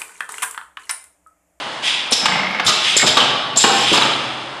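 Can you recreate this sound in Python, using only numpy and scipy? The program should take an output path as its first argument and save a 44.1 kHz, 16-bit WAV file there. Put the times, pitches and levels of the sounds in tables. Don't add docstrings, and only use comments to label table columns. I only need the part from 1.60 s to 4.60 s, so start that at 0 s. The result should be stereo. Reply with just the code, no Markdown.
import sys
import numpy as np
from scipy import signal
from scipy.fft import rfft, irfft
from scipy.io import wavfile

SR = 44100
rng = np.random.default_rng(int(sys.argv[2]) if len(sys.argv) > 2 else 0)


def nominal_scale(level):
    x = np.asarray(level, float) / 20
    return 10 ** x


def bounce(signal):
    frames = np.transpose(np.atleast_2d(signal))
    limited = np.clip(frames, -1, 1)
    pcm = np.round(limited * 32767).astype(np.int16)
    wavfile.write(sys.argv[1], SR, pcm)


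N = 132300


def rms_one(x):
    return x / np.sqrt(np.mean(x ** 2) + 1e-20)


def at_hz(points, hz):
    table = np.array(points)
    return np.interp(np.log(hz), np.log(table[:, 0]), table[:, 1])


def coloured(size, colour_db):
    hz = np.maximum(np.fft.rfftfreq(size, 1 / SR), 1)
    white = rfft(rng.standard_normal(size))
    return rms_one(irfft(white * nominal_scale(colour_db(hz)), size))


def drift(rate_hz):
    r = np.exp(-2 * np.pi * rate_hz / SR)
    wander = signal.lfilter([1], [1, -2 * r, r * r], rng.standard_normal(N + SR))
    return rms_one(wander[SR:])


def add(out, start, rise, hold, fall, db, colour_db):
    sound = coloured(32768, colour_db)
    t = np.arange(len(sound)) / SR
    shape = np.minimum(t / rise, 1) * np.exp(-np.maximum(t - rise - hold, 0) / fall)
    sound = sound * np.sqrt(np.sum(shape ** 2) / np.sum((shape * sound) ** 2))
    i = int(start * SR)
    out[i:i + len(t)] += (nominal_scale(db) * shape * sound)[:len(out) - i]


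def strike(start, db, ring_hz, fall):
    t = np.maximum(np.arange(N) / SR - start, 0)
    envelope = np.minimum(t / 0.0015, 1) * np.exp(-t / fall)
    return nominal_scale(db) * envelope * np.sin(2 * np.pi * ring_hz * t)


def tilt(hz, bass_db, treble_db):
    bass_hz, treble_hz = 412, 1880
    return bass_db / (1 + (hz / bass_hz) ** 4) + treble_db / (1 + (treble_hz / hz) ** 4)


def drone():
    # frequency in Hz, relative level in dB per Hz.
    roar_colour = [(18, -65), (30, -75), (100, -57), (133, -12), (196, -13.5), (241, -8), (470, -11),
                   (548, -6), (849, -3), (1040, -3.5), (1660, -8), (2630, -14.5), (2840, -8.5), (9520, -37),
                   (14000, -99)]
    # time in seconds, level in dB.
    hum_level = [(0, -55.5), (1.2, -53.5), (1.6, -36.5), (2.0, -42), (2.499, -37), (3, -49.5)]
    roar_db, flicker_db, flicker_hz = -31, 1.5, 4.8
    hum_hz, hum_width_hz = 131, 12
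    rumble_db, rumble_top_hz = -57.5, 88
    earlier_db, earlier_fade_db_per_s = -27.5, 21.5
    t = np.arange(N) / SR

    roar = coloured(N, lambda hz: at_hz(roar_colour, hz))
    roar = roar * nominal_scale(roar_db + flicker_db * drift(flicker_hz))
    hum = coloured(N, lambda hz: -20 * np.log10(1 + ((hz - hum_hz) / hum_width_hz) ** 2))
    hum = hum * nominal_scale(np.interp(t, *np.transpose(hum_level)))
    rumble = nominal_scale(rumble_db) * coloured(N, lambda hz: -10 * np.log10(1 + (hz / rumble_top_hz) ** 8))
    earlier = coloured(N, lambda hz: at_hz(roar_colour, hz) + tilt(hz, 0.89, 8.2))
    earlier = earlier * nominal_scale(earlier_db - earlier_fade_db_per_s * t)
    return roar + hum + rumble + earlier


def hall(x):
    # frequency in Hz, time to fall by 60 dB in seconds.
    ring_time = [(100, 1.3), (500, 1.6), (1500, 1.35), (4000, 1.13), (8000, 0.56), (13000, 0.37)]
    level_db, gap_s, build_s = -3.5, 0.0014, 0.026
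    size = 2 * SR
    t = np.arange(size) / SR
    hz = np.maximum(np.fft.rfftfreq(size, 1 / SR), 1)
    white = rfft(rng.standard_normal(size))
    tail = np.zeros(size)
    for centre in 60 * 2.0 ** np.arange(9):
        octaves = np.clip(np.log2(hz / centre), -1, 1)
        share = np.cos(np.pi / 2 * octaves) ** 2
        tail += irfft(white * share, size) * nominal_scale(-60 * t / at_hz(ring_time, centre))
    tail *= np.clip((t - gap_s) / build_s, 0, 1)
    tail = tail / np.sqrt(np.sum(tail ** 2))
    return nominal_scale(level_db) * signal.fftconvolve(x, tail)[:N]


def ticks():
    # start in seconds, level in dB.
    tick_rows = [(.912, -58), (2.735, -62)]
    tick_hz, fall = 9900, 0.0026
    out = np.zeros(N)
    for start, db in tick_rows:
        add(out, start, 0.001, 0.002, fall, db, lambda hz: -500 * np.log(hz / tick_hz) ** 2)
    return out


def thumps():
    # start in seconds, level in dB, upper corner in Hz, length in seconds.
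    thump_rows = [(0.517, -21, 800, 0.011), (1.057, -27.5, 231, 0.027), (1.363, -18, 892, 0.004),
                  (1.432, -23.5, 394, 0.029), (1.471, -35, 90, .02), (1.964, -20, 1120, 0.0067),
                  (2.316, -17, 428, 0.012)]
    out = np.zeros(N)
    for start, db, corner_hz, length in thump_rows:
        low_hz = min(190, corner_hz / 2)

        def colour(hz):
            low_cut = -10 * np.log10(1 + (low_hz / hz) ** 6)
            high_cut = -10 * np.log10(1 + (hz / corner_hz) ** 6)
            return low_cut + high_cut

        add(out, start, 0.002, length, 0.66 * length, db, colour)
    return out


def holder_knocks():
    # start in seconds, low ring in dB, high ring in dB.
    knock_rows = [(1.571, -15, -8), (2.316, -12, -30), (2.417, -30, -11)]
    low_hz, low_fall, high_hz, high_fall = 318, 0.011, 1231, 0.0081
    out = np.zeros(N)
    for start, low_db, high_db in knock_rows:
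        out += strike(start, low_db, low_hz, low_fall)
        out += strike(start, high_db, high_hz, high_fall)
    return out


def lid_on_jar():
    # start in seconds, level in dB.
    touches = [(1.396, -19.5), (1.418, -18)]
    # frequency in Hz, level in dB, width in Hz (for the rub).
    glass_modes = [(1514, -5.5, 48), (1880, -2, 64), (2190, -1, 53)]
    contact, ring_db = 0.0072, 9
    out = np.zeros(N)

    def colour(hz):
        power = sum(nominal_scale(2 * lift_db) / (1 + ((hz - mode_hz) / width) ** 4)
                    for mode_hz, lift_db, width in glass_modes)
        return 10 * np.log10(power)

    for start, db in touches:
        for mode_hz, lift_db, _ in glass_modes:
            out += strike(start, db + lift_db + ring_db, mode_hz, contact)
        add(out, start, 0.002, contact, 0.006, db, colour)
    return out


def jar_rattle():
    # start in seconds, level of the ring in dB, ring in Hz.
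    hits = [(2.283, -10, 3660), (2.306, -15, 3050), (2.33, -8, 3120), (2.345, -5, 2820), (2.371, -9, 3690),
            (2.38, -7, 2710), (2.375, -8, 4680), (2.421, -5.5, 3880), (2.534, -13, 3840)]
    fall, grit_db, relative_width = 0.0035, -11, 0.077
    out = np.zeros(N)
    for start, db, ring_hz in hits:

        def colour(hz):
            peak = -15 * np.log10(1 + (np.log(hz / ring_hz) / relative_width) ** 2)
            high_cut = -10 * np.log10(1 + (hz / 6000) ** 8)
            return peak + high_cut

        out += strike(start, db, ring_hz, fall)
        add(out, start, 0.001, 0.003, fall, db + grit_db, colour)
    return out


def chatter():
    # frequency in Hz, relative level in dB per Hz.
    head_colour = [(50, -41), (110, -34), (185, 5), (350, -9), (750, -3), (1150, -2.5), (1600, -2.5),
                   (1950, -4), (2130, -3), (2400, -6.5), (3600, -11), (6000, -21), (13000, -60)]
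    # time in seconds, body knock in dB, pawl ring in dB, housing ring in dB.
    strength = [(.68, -21, -16, -20), (.74, -21, -14, -19), (.83, -24, -10, -25), (.9, -26, -16, -40),
                (.955, -22, -13, -40), (.985, -28, -20, -40)]
    first_s, gap_s, slowing_s, jitter_s, teeth = 0.6833, 0.0183, 0.000032, 0.0006, 17
    weak_tooth_db, spread_db = -6, 1.2
    contact, knock_bass_db = 0.0077, -10
    pawl_hz, pawl_fall = 2140, 0.0071
    housing_hz, housing_fall, housing_lag_s = 184, 0.013, 0.008

    def knock_colour(hz):
        return at_hz(head_colour, hz) + tilt(hz, knock_bass_db, 0)

    knocks, rings = np.zeros((2, N))
    times, *columns = np.transpose(strength)
    chance = rng.standard_normal((teeth, 3))
    for k, (late, loud, sharp) in enumerate(chance):
        start = first_s + (gap_s + slowing_s * k) * k + jitter_s * late
        body_db, pawl_db, housing_db = (np.interp(start, times, column) for column in columns)
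        weak = k % 2
        tooth_db = weak_tooth_db * weak + spread_db * loud
        add(knocks, start, 0.001, 0.002, contact, body_db + tooth_db, knock_colour)
        rings += strike(start, pawl_db + tooth_db, pawl_hz * (1 + 0.038 * sharp), pawl_fall)
        if not weak:
            rings += strike(start + housing_lag_s, housing_db, housing_hz * (1 + 0.05 * sharp), housing_fall)
    add(knocks, 0.9965, 0.001, 0.003, contact, -13, knock_colour)
    add(knocks, 0.61, 0.01, 0.13, 0.2, -27, lambda hz: at_hz(head_colour, hz) + tilt(hz, 2.5, 0))
    return knocks, rings


def clunks():
    # start in seconds, level in dB, bass in dB, treble in dB, contact length in seconds
    # (it scales hold and fall), frequency in Hz that the place struck favours.
    blows = [(0.655, -8.5, -25, 11, 0.0074, 868), (1.08, -16, -3.5, 4, 0.018, 1225),
             (1.427, -17, 3, -8, 0.019, 755), (1.47, -13, 0.5, 14, 0.01, 953),
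             (1.569, -11, -4, 4.5, 0.018, 1145), (1.609, -22.5, 0.5, -8, 0.042, 984),
             (1.657, -31, -14, -1, 0.014, 1030), (2.039, -6, -1.5, 2.5, 0.01, 826),
             (2.093, -16.5, -28, -14, 0.021, 790), (2.333, -16, -0.5, -8, 0.021, 990),
             (2.354, -18.5, -8, -8, 0.0085, 1250), (2.376, -15, 3.5, 1, 0.011, 1626),
             (2.412, -16.5, -14, 0, 0.017, 1250), (2.45, -16.5, -2, -2, 0.015, 1250)]
    # frequency in Hz, relative level in dB per Hz.
    frame_colour = [(35, -56), (60, -43), (250, -12), (1200, -2), (1680, -7), (2840, -11.5), (5330, -22),
                    (5790, -21.5), (7610, -21.5), (9000, -34.5), (11700, -59), (19800, -120)]
    # frequency in Hz, dB above the body, width in Hz.
    frame_modes = [(186, 10.5, 77), (342, 4.5, 41), (790, 1.5, 150), (1010, 0.5, 18), (1250, -0.5, 20),
                   (2100, -5.5, 130), (3030, 4, 400)]
    ring_db = -4
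    favour_db, favour_width = 2, 0.15
    out = np.zeros(N)
    for start, db, bass_db, treble_db, contact, favoured_hz in blows:

        def colour(hz):
            body = at_hz(frame_colour, hz) + tilt(hz, bass_db, treble_db)
            place = favour_db / (1 + (np.log(hz / favoured_hz) / favour_width) ** 2)
            modes = sum(lift_db / (1 + ((hz - mode_hz) / width) ** 2)
                        for mode_hz, lift_db, width in frame_modes)
            return body + place + modes

        out += strike(start, db + ring_db, favoured_hz, contact)
        add(out, start, 0.001, 0.51 * contact, 1.17 * contact, db, colour)
    return out


def snaps():
    # start in seconds, level in dB, ring in Hz.
    snap_rows = [(1.247, -7, 3000), (1.266, -3, 3030), (1.285, -10, 3050), (1.299, -9, 3280),
                 (1.319, -14, 3150)]
    return sum(strike(start, db, ring_hz, 0.002) for start, db, ring_hz in snap_rows)


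def sighs():
    # start in seconds, rise in seconds, hold in seconds, level in dB, fall in seconds.
    sigh_rows = [(0.219, 0.027, 0.039, -18.5, 0.068), (1.104, 0.011, 0.13, -25, 0.044),
                 (1.235, 0.01, 0.045, -16.5, 0.067), (1.59, 0.016, 0.029, -25, 0.1),
                 (2.067, 0.12, 0.18, -21.5, .05), (2.26, 0.02, 0.08, -20.5, 0.18),
                 (2.497, 0.0074, 0.046, -41, 0.038)]
    # frequency in Hz, relative level in dB per Hz.
    air_colour = [(880, -33), (1660, -13.5), (2050, -6), (2430, -4.5), (3410, 0.5), (4390, -13.5),
                  (4740, -10), (5460, -12), (5780, -14), (9340, -23.5), (11100, -51), (13600, -59),
                  (14300, -81)]
    flutter_db, flutter_hz = 1.5, 37
    out = np.zeros(N)
    for start, rise, hold, db, fall in sigh_rows:
        add(out, start, rise, hold, fall, db, lambda hz: at_hz(air_colour, hz))
    return out * nominal_scale(flutter_db * drift(flutter_hz))


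def spits():
    # start in seconds, hold in seconds, level in dB, nozzle whistle in Hz,
    # whistle above the hiss in dB, relative width of the whistle.
    spit_rows = [(0.509, 0.025, -27, 9400, 22.5, 0.16), (0.5215, 0.013, -10, 5530, 7, 0.072),
                 (0.577, 0.032, -23.5, 5260, 22, 0.053), (1.047, 0.02, -28.5, 9150, 16, 0.11),
                 (1.064, 0.032, -12, 4180, 2, 0.088), (1.3662, 0.0099, -9, 7580, 14, 0.16),
                 (1.384, 0.036, -19, 7430, 15, 0.026), (1.464, 0.015, -13, 5030, 5, 0.031),
                 (1.488, .008, -14, 3330, 11, .12), (1.57, 0.0046, -10, 3580, 18, 0.48),
                 (1.601, 0.0074, -11.5, 2940, 36, 0.26), (1.96, 0.0077, -21.5, 6860, 2, .1),
                 (1.971, 0.012, -8.5, 7630, 22, 0.2), (1.986, 0.023, -22, 5900, -8, 0.064),
                 (1.999, 0.039, -16.5, 3520, 4, 0.25), (2.048, 0.19, -25, 7570, 9, 0.029),
                 (2.328, 0.03, -17.5, 7350, 4, 0.038)]
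    # frequency in Hz, relative level in dB per Hz.
    hiss_colour = [(710, -26), (1200, -24), (2010, -14), (2350, -10.5), (2810, -10), (3640, 0), (4660, -7),
                   (5170, -2), (6050, -11), (7360, -8), (8250, -19.5), (9340, -21), (14300, -57.5)]
    rise, fall = 0.0008, 0.012
    out = np.zeros(N)
    for start, hold, db, nozzle_hz, whistle_db, width in spit_rows:

        def colour(hz):
            whistle = whistle_db / (1 + (np.log(hz / nozzle_hz) / width) ** 2)
            return at_hz(hiss_colour, hz) + whistle

        add(out, start, rise, hold, fall, db, colour)
    return out


def scene():
    head, rings = chatter()
    air_and_frame = spits() + sighs() + clunks()
    dull = thumps() + rings
    small = lid_on_jar() + jar_rattle() + ticks() + holder_knocks() + snaps()
    sent = air_and_frame + nominal_scale(-0.5) * head + nominal_scale(-7.5) * dull + nominal_scale(-9) * small
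    mix = air_and_frame + head + dull + small + hall(sent) + drone()
    return np.tile(mix, (2, 1))


def microphone(x):
    # centre in Hz, lift in dB, width in Hz.
    bumps = [(5710, -14, 67), (6720, -17, 33), (9600, 3, 390), (11350, 12, 650), (12400, 0, 340),
             (13400, 13, 890)]
    low_cut_hz = 60
    hz = np.maximum(np.fft.rfftfreq(N, 1 / SR), 1)
    colour_db = sum(db / (1 + ((hz - centre_hz) / width) ** 2) for centre_hz, db, width in bumps)
    low_cut = 1 / np.sqrt(1 + (low_cut_hz / hz) ** 4)
    return irfft(rfft(x) * nominal_scale(colour_db) * low_cut, N)


def gain_control(x):
    threshold_db, share, smoothing_s = -13, 0.51, 0.26
    r = np.exp(-1 / (smoothing_s * SR))
    power = signal.lfilter([1 - r], [1, -r], x ** 2)
    level_db = 10 * np.log10(power + 1e-12)
    return x * nominal_scale(-share * np.maximum(level_db - threshold_db, 0))


def top_cut(x):
    return signal.sosfilt(signal.butter(12, 14430, fs=SR, output="sos"), x)


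def record(dry):
    peak_top, top_hz = 1.12, 14600
    squeezed = gain_control(microphone(dry))
    rounded = peak_top * np.tanh(squeezed / peak_top)
    high_cut = signal.cheby2(20, 70, top_hz, fs=SR, output="sos")
    finished = signal.sosfilt(high_cut, rounded)
    return top_cut(finished)


dry = scene()
out = record(dry)
bounce(out)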